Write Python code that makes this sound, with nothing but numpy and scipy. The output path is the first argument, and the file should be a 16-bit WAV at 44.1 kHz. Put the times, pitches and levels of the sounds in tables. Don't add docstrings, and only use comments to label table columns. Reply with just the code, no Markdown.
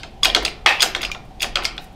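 import sys
import numpy as np
from scipy import signal
from scipy.fft import rfft, irfft
from scipy.io import wavfile
from scipy.ndimage import uniform_filter1d

SR = 44100
rng = np.random.default_rng(int(sys.argv[2]) if len(sys.argv) > 2 else 0)


def gain_from_db(level_db):
    decades = np.asarray(level_db, float) / 20
    return 10 ** decades


def store_pcm(level_fs):
    pcm = np.round(np.clip(level_fs, -1, 1) * 32767).astype(np.int16)
    wavfile.write(sys.argv[1], SR, np.atleast_2d(pcm).T)


N = 85995
LEAD = 8820

# pitch_hz, level_db
HISS_SPECTRUM = [(100, 3), (181, 2), (364, -8.5), (673, -9.5), (780, -6.5), (1250, -24), (3200, -21.5),
                 (7000, -34), (15800, -45.5)]
# time_s, level_db
RUMBLE_SWAY = [(0.0, -44), (0.102, -40), (0.114, -45), (0.304, -29), (0.38, -35), (0.406, -28),
               (0.554, -44), (0.634, -35), (0.738, -44), (1.14, -33), (1.162, -42), (1.444, -38),
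               (1.514, -29), (1.71, -39), (1.726, -35), (1.95, -46)]
# pitch_hz, t60_s
GARAGE_DECAY = [(200, 0.18), (700, 0.76), (2000, 0.34), (5000, 0.27), (12000, 0.12)]

# pitch_hz, density_db (per Hz)
CRACK_SPECTRUM = [(180, -23.5), (300, -40.5), (2910, 3), (3440, 0.5), (4480, -1.5), (7010, -10.5),
                  (14500, -32.5), (15800, -30)]
# start_s, length_s, level_db
HANDLE_SLIDES = [(0.223, 0.0031, -50), (0.243, 0.0065, -19), (0.426, 0.0045, -36), (0.48, .005, -43),
                 (.555, 0.01, -75), (0.674, 0.0074, -41), (0.79, 0.0021, -51), (0.821, 0.0072, -21),
                 (1.016, 0.0049, -31.5), (1.247, 0.0071, -58), (1.415, 0.0076, -24), (1.629, 0.0025, -40),
                 (1.656, 0.0048, -45), (1.796, 0.029, -51), (1.84, 0.0053, -46.5), (1.918, 0.011, -61)]

# pitch_hz, level_db, t60_s, width_hz
FRAME_MODES = [(230, -15, 0.23, 71), (356, -21.5, 0.44, 135), (502, -20.5, 0.088, 440),
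               (708, -15.5, 0.16, 82), (1030, -20.5, 0.1, 220), (1390, -11, 0.069, 250)]
# pitch_hz, level_db, t60_s, width_hz
KNOCK_MODES = [(817, -18.5, 0.42, 110), (1160, -17.5, 0.1, 130), (1840, -12.5, 0.11, 180),
               (1820, -16, 0.27, 140), (2200, -15, 0.16, 420), (2600, -13.5, 0.33, 330),
               (3580, -21.5, 0.32, 510), (4740, -25.5, 0.25, 1040)]
KNOCK_START_S = [
    .661,
    0.7,
]
KNOCK_LEVEL_DB = [
    -1.5,
    -8.5,
]
# pitch_hz, level_db, t60_s, width_hz
SPRING_MODES = [(12250, -26, .3, 220), (7450, -30, .2, 200)]
SPRING_START_S = [
    .829,
    1.02,
]
SPRING_LEVEL_DB = [
    -12,
    -36,
]
# start_s, level_db, pitch_hz, t60_s,
# width_hz
FRAME_GROANS = [(0.259, -24, 670, 0.23, 89), (.352, -19, 407, 0.28, 149), (0.828, -22, 743, 0.18, 90),
                (.95, -29, 756, .1, 102.3), (1.035, -28.5, 4930, 0.24, 120), (1.148, -24, 780, 0.048, 100),
                (1.43, -25.5, 740, 0.16, 88), (1.555, -23, 546, 0.047, 80), (1.587, -19.5, 960, .05, 400),
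                (1.65, -26, 5420, 0.086, 298), (1.781, -29, 750, 0.062, 90)]

# start_s, peak_db, tilt_db (per octave), frame_db (share of the frame), favoured_hz
LINKAGE_CLACKS = [(0.0328, -17, -3.5, -5, 1990), (0.2477, -1.5, -4, -22, 2110),
                  (0.2545, 3, -0.5, -11.5, 2600), (0.3481, 1, -1, -6.5, 3500), (0.3624, -4, -1.5, -5, 2850),
                  (0.4240, -17, -12, 0, 2200), (0.4505, -3, 1.5, -13, 5080), (0.6613, 4.5, -2.6, -25, 2050),
                  (0.6725, -11, -5, -35, 1800), (0.6932, -7.5, -1.5, -38, 2600), (0.819, -8, 1, -27, 4970),
                  (0.821, -0.5, 9.5, -25, 3470), (0.8270, 2.5, 0.8, -10.5, 4930),
                  (0.8335, -7, -6.5, -22, 3650), (0.949, -4.5, -4, -7.5, 3330),
                  (0.9622, -19.5, 6, -25, 4000), (1.0122, -22, -9.5, 1, 2420),
                  (1.0301, -11, -2.8, -9.5, 2770), (1.0335, -13.5, -1, -14, 3280),
                  (1.0372, -16, -6, -16.5, 3010), (1.0415, -29, -3, -1, 1200),
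                  (1.0495, -18.5, 2.5, -6, 2640), (1.1159, -16.5, 7.5, -18, 2840),
                  (1.1478, -24.5, -8, 0.5, 3330), (1.4205, -11, -2.5, -25, 2500),
                  (1.4282, -8.5, 9, -7, 2500), (1.4325, -12, -4.5, -21, 3500),
                  (1.4436, -11.5, -6.5, -5, 1510), (1.5564, -3.5, -1.5, -10, 3830),
                  (1.5704, -9.5, -14, -9, 2460), (1.5894, -14.5, -26.5, -3.5, 1000),
                  (1.6232, -18, -12.5, -14, 2500), (1.6364, -22, 10, 4, 2900),
                  (1.645, -13.5, 3.5, -10, 2600), (1.6521, -4.5, -1.3, -28, 4730),
                  (1.6715, -25, -19, -5, 2600), (1.7664, -38, 9, 7, 2500), (1.7791, -17, -4.5, -13, 3320)]
# pitch_hz, level_db, t60_s
LINKAGE_MODES = [(1100, -13, .015), (1490, -6, .018), (2130, -5, .015), (2520, -3, .015), (2950, -5, .012),
                 (3320, 0, .016), (3650, -1, .015), (4200, -4, .015), (4750, -6, .015), (5400, -12, .015),
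                 (6600, -18, .015)]
# start_s, peak_db
PIN_HITS = [(0.227, -30), (0.4616, -8), (0.4796, -12), (0.7973, -13), (0.861, -26), (1.009, -22),
            (1.0172, -20), (1.049, -9.5), (1.067, -22), (1.059, -24), (1.1235, -28), (1.404, -20),
            (1.421, -18), (1.1160, -20), (1.1476, -23), (1.4198, -12.5), (1.43, -13), (1.708, -29)]
# pitch_hz, level_db, t60_s
PIN_MODES = [(2450, -4, .013), (2750, 0, .016), (3100, -6, .013), (5050, -20, .03)]
# start_s, level_db, pitch_hz, t60_s
CLEAR_PINGS = [(.034, -31.5, 1540, 0.026), (.229, -18.5, 1140, 0.086), (.2477, -16, 2190, 0.028),
               (.2548, -7, 2530, 0.028), (0.35, -5.5, 4300, 0.019), (0.45, -14, 4600, 0.027),
               (.6615, -8, 830, 0.048), (0.66, -6, 1250, 0.023), (.6615, -9.5, 2600, 0.035),
               (0.69, -8.5, 2540, 0.045), (1.1, -23, 1200, .025), (1.417, -18.5, 1475, 0.027),
               (1.557, -21, 1490, .04), (1.559, -20.5, 556, 0.055), (1.652, -13, 4750, 0.037),
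               (1.6537, -20, 5400, 0.035), (1.6525, -12, 2150, 0.031), (1.779, -19, 3420, 0.028),
               (1.779, -29, 2550, 0.033), (0.3, -9, 3280, .022), (1.557, -15.5, 4250, .025),
               (1.5565, -10.5, 3300, 0.035), (1.1165, -20, 2400, 0.047), (.6625, -10, 1800, 0.044),
               (.697, -22, 840, 0.18), (.8215, -11, 3450, .03), (.2555, -11.5, 3300, .03),
               (1.4285, -16, 2500, 0.038), (.694, -13.5, 1870, 0.12)]

# start_s, peak_db, tilt_db (per octave)
SOCKET_HITS = [(0.2322, 2, -4.5), (.2474, -13, 10), (0.4498, -14, 6), (.8046, -2, -8), (0.814, -18, 4),
               (.821, -13, 4), (.8274, -10.5, 7), (1.0165, -22.5, 10), (1.0494, -18.5, 2.5),
               (1.3978, -31, 1), (1.4064, -17.5, -5.5), (1.4202, -35, 11), (1.4287, -15.5, 13.5),
               (1.6515, -18, 4.5)]
# pitch_hz, level_db, t60_s
PIPE_MODES = [(2073, -19, .02), (3380, 0, .024), (3520, -5, .024), (4915, -8, .04), (6648, -13, .045),
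              (8549, -20, .035), (10490, -21, .025), (12250, -26, .025)]
# pitch_hz, level_db, t60_s, width_hz
PIPE_CLUSTERS = [(3450, -21, .1, 800), (5000, -19, .2, 400), (6650, -28, .12, 300), (8550, -33, .15, 200)]


def rms_one(x):
    return x / np.sqrt(np.mean(x ** 2) + 1e-20)


def at_hz(points, hz):
    table_hz, values = np.array(points)[:, 0], np.array(points)[:, 1]
    return np.interp(np.log(hz), np.log(table_hz), values)


def coloured(x, spectrum):
    hz = np.maximum(np.fft.rfftfreq(len(x), 1 / SR), 1)
    return irfft(rfft(x) * gain_from_db(at_hz(spectrum, hz)), len(x))


def filtered(x, order, hz, kind):
    return signal.sosfilt(signal.butter(order, hz, kind, fs=SR, output="sos"), x)


def ring(clicks, hz, t60):
    radius = gain_from_db(-60 / (max(t60, .005) * SR))
    angle = 2 * np.pi * hz / SR
    return signal.lfilter([0, np.sin(angle)], [1, -2 * radius * np.cos(angle), radius ** 2], clicks + 1e-18)


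def background():
    hiss = gain_from_db(-42.5) * rms_one(coloured(rng.standard_normal(N), [(30, -3)] + list(HISS_SPECTRUM)))
    drone_hz, drone_width_hz = 768, 45
    drone = gain_from_db(-49.5) * rms_one(ring(rng.standard_normal(N), drone_hz, 2.2 / drone_width_hz))
    low = filtered(rng.standard_normal(N + LEAD), 4, [12, 52], "band")[LEAD:]
    low = low / np.sqrt(uniform_filter1d(low ** 2, size=5000) + 1e-12)
    s, db = np.transpose(RUMBLE_SWAY)
    sway_db = np.interp(np.arange(N) / SR, s, db)
    return hiss + drone + gain_from_db(-1 + sway_db) * low


def garage(x):
    onset_s = 0.001
    t = np.arange(SR) / SR
    tail = np.zeros(SR)
    for low_hz in 90 * 2 ** np.arange(0, 8, 1.):
        band = filtered(rng.standard_normal(SR), 2, [low_hz, min(2 * low_hz, 20000)], "band")
        tail += band * gain_from_db(-60 * t / at_hz(GARAGE_DECAY, low_hz * np.sqrt(2)))
    tail = tail * (1 - np.exp(-(t / onset_s) ** 2))
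    return signal.fftconvolve(x, tail / np.sqrt(np.sum(tail ** 2)))[:len(x)]


def cracks(s, db, tilt_db):
    crack_s, size, before = 0.0036, 2048, 128
    out = np.zeros(N + LEAD)
    t = np.arange(size) / SR
    hz = np.maximum(np.fft.rfftfreq(size, 1 / SR), 100)
    bursts = rng.standard_normal((len(s), size)) * np.exp(-(t / crack_s) ** 4)
    for start, level_db, tilt, burst in zip(s, db, tilt_db, bursts):
        colour_db = at_hz(CRACK_SPECTRUM, hz) + tilt * np.log2(np.maximum(hz, 1000) / 3000)
        burst = irfft(rfft(np.roll(burst, before)) * gain_from_db(colour_db))
        i = int(start * SR) + LEAD - before
        out[i:i + size] += gain_from_db(level_db) * burst / burst[before:300].std()
    return out


def strike(s, db, tilt_db, modes, touches, scatter_db, favour_hz=1.):
    chatter_s, chatter_per_s = .003, 2500
    favour_db, favour_octaves = 7, .25
    s, out = np.asarray(s), np.zeros(N + LEAD)
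    late = np.cumsum(rng.exponential(1, (len(s), touches)), axis=1) * SR / chatter_per_s
    late -= late[:, :1]
    at = np.clip((s[:, None] * SR + LEAD + late).astype(int), 0, N + LEAD - 1)
    fade = np.exp(-late / (chatter_s * SR))
    chance = rng.normal(0, 1, (len(s), len(modes)))
    signs = rng.normal(0, 1, (len(s), len(modes), touches))
    signs /= np.sqrt(np.sum((signs * fade[:, None]) ** 2, axis=2, keepdims=True))
    for k, (hz, level_db, t60) in enumerate(modes):
        bright_db = np.clip(tilt_db, -8, 5) * np.log2(hz / 3000)
        favoured_db = favour_db * np.exp(-(np.log2(hz / favour_hz) / favour_octaves) ** 2)
        gain = gain_from_db(db + level_db + bright_db + scatter_db * chance[:, k] + favoured_db)
        clicks = np.zeros(N + LEAD)
        np.add.at(clicks, at, gain[:, None] * fade * signs[:, k])
        out += ring(clicks, hz, t60)
    return out


def shudder(s, db, clusters):
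    scatter_db, swell_cycles = 1.5, 5.45
    out, at = np.zeros(N + LEAD), (np.asarray(s) * SR + LEAD).astype(int)
    chance = rng.normal(0, 1, (len(at), len(clusters)))
    for k, (hz, level_db, t60, width_hz) in enumerate(clusters):
        energy = np.zeros(N + LEAD)
        np.add.at(energy, at, gain_from_db(2 * (db + level_db + scatter_db * chance[:, k])))
        swell = np.sqrt(signal.lfilter([1], [1, -gain_from_db(-120 / (t60 * SR))], energy + 1e-18))
        lag = np.exp(-hz / (swell_cycles * SR))
        swell = signal.lfilter([1 - lag], [1, -lag], swell)
        noise = ring(swell * rng.standard_normal(N + LEAD), hz, 2.2 / width_hz)
        out += noise * 2 * np.sqrt(np.pi * width_hz / SR)
    return out


def frame():
    out = shudder(KNOCK_START_S, np.array(KNOCK_LEVEL_DB), KNOCK_MODES)
    out += shudder(SPRING_START_S, np.array(SPRING_LEVEL_DB), SPRING_MODES)
    for s, db, hz, t60, width_hz in FRAME_GROANS:
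        out += shudder([s], db, [(hz, 0, t60, width_hz)])
    return out


def pings():
    out = np.zeros(N + LEAD)
    for s, db, hz, t60 in CLEAR_PINGS:
        out += strike([s], db, 0, [(hz, 0, t60)], touches=2, scatter_db=1)
    return out


def pin_ticks():
    s, db = np.transpose(PIN_HITS)
    ticks = strike(s, db - 0.5, 0 * s, PIN_MODES, touches=3, scatter_db=1.5)
    return filtered(ticks, 3, 1900, "high")


def linkage():
    earlier = (-0.0091, -19.5, 0, -12, 3000)
    s, db, tilt_db, frame_db, favour_hz = np.transpose([earlier] + list(LINKAGE_CLACKS))
    clacks = strike(s, db - 13, tilt_db, LINKAGE_MODES, touches=8, scatter_db=2.5, favour_hz=favour_hz)
    shaken = shudder(s, db + frame_db, FRAME_MODES)
    rings = clacks + shaken + pin_ticks() + frame() + pings()
    return np.array([rings, cracks(s, db - 12, tilt_db)])


def slides():
    t = (np.arange(N + LEAD) - LEAD) / SR
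    swell = np.zeros(N + LEAD)
    for s, length, db in HANDLE_SLIDES:
        swell += gain_from_db(db) * np.exp(-((t - s) / length - 1) ** 2 * 2)
    grit = rng.standard_normal(N + LEAD) * rng.exponential(1, N + LEAD)
    return swell * rms_one(signal.lfilter(*signal.butter(1, 1500, "high", fs=SR), grit))


def pipe():
    s, db, tilt_db = np.transpose(SOCKET_HITS)
    rings = strike(s, db - 1.5, tilt_db, PIPE_MODES, touches=1, scatter_db=0.5)
    rings = rings + shudder(s, db - 1.5, PIPE_CLUSTERS)
    return np.array([rings, cracks(s, db - 20, tilt_db)])


def scene():
    rings, noise = filtered(pipe() + linkage(), 3, 341, "high")
    noise = noise + slides()
    tail = garage(gain_from_db(-12) * rings + noise)
    near = rings + noise + gain_from_db(-4.5) * tail
    return (near[LEAD:] + background())[None]


def band_limit(x):
    return signal.sosfilt(signal.butter(12, 15950, fs=SR, output="sos"), x)


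def record(dry):
    cut = signal.sosfilt(signal.cheby2(12, 40, 16100, fs=SR, output="sos"), dry)
    mix = np.clip(1.26 * np.tanh(cut / 1.393), -1, 1)
    return band_limit(mix)


dry = scene()
out = record(dry)
store_pcm(out)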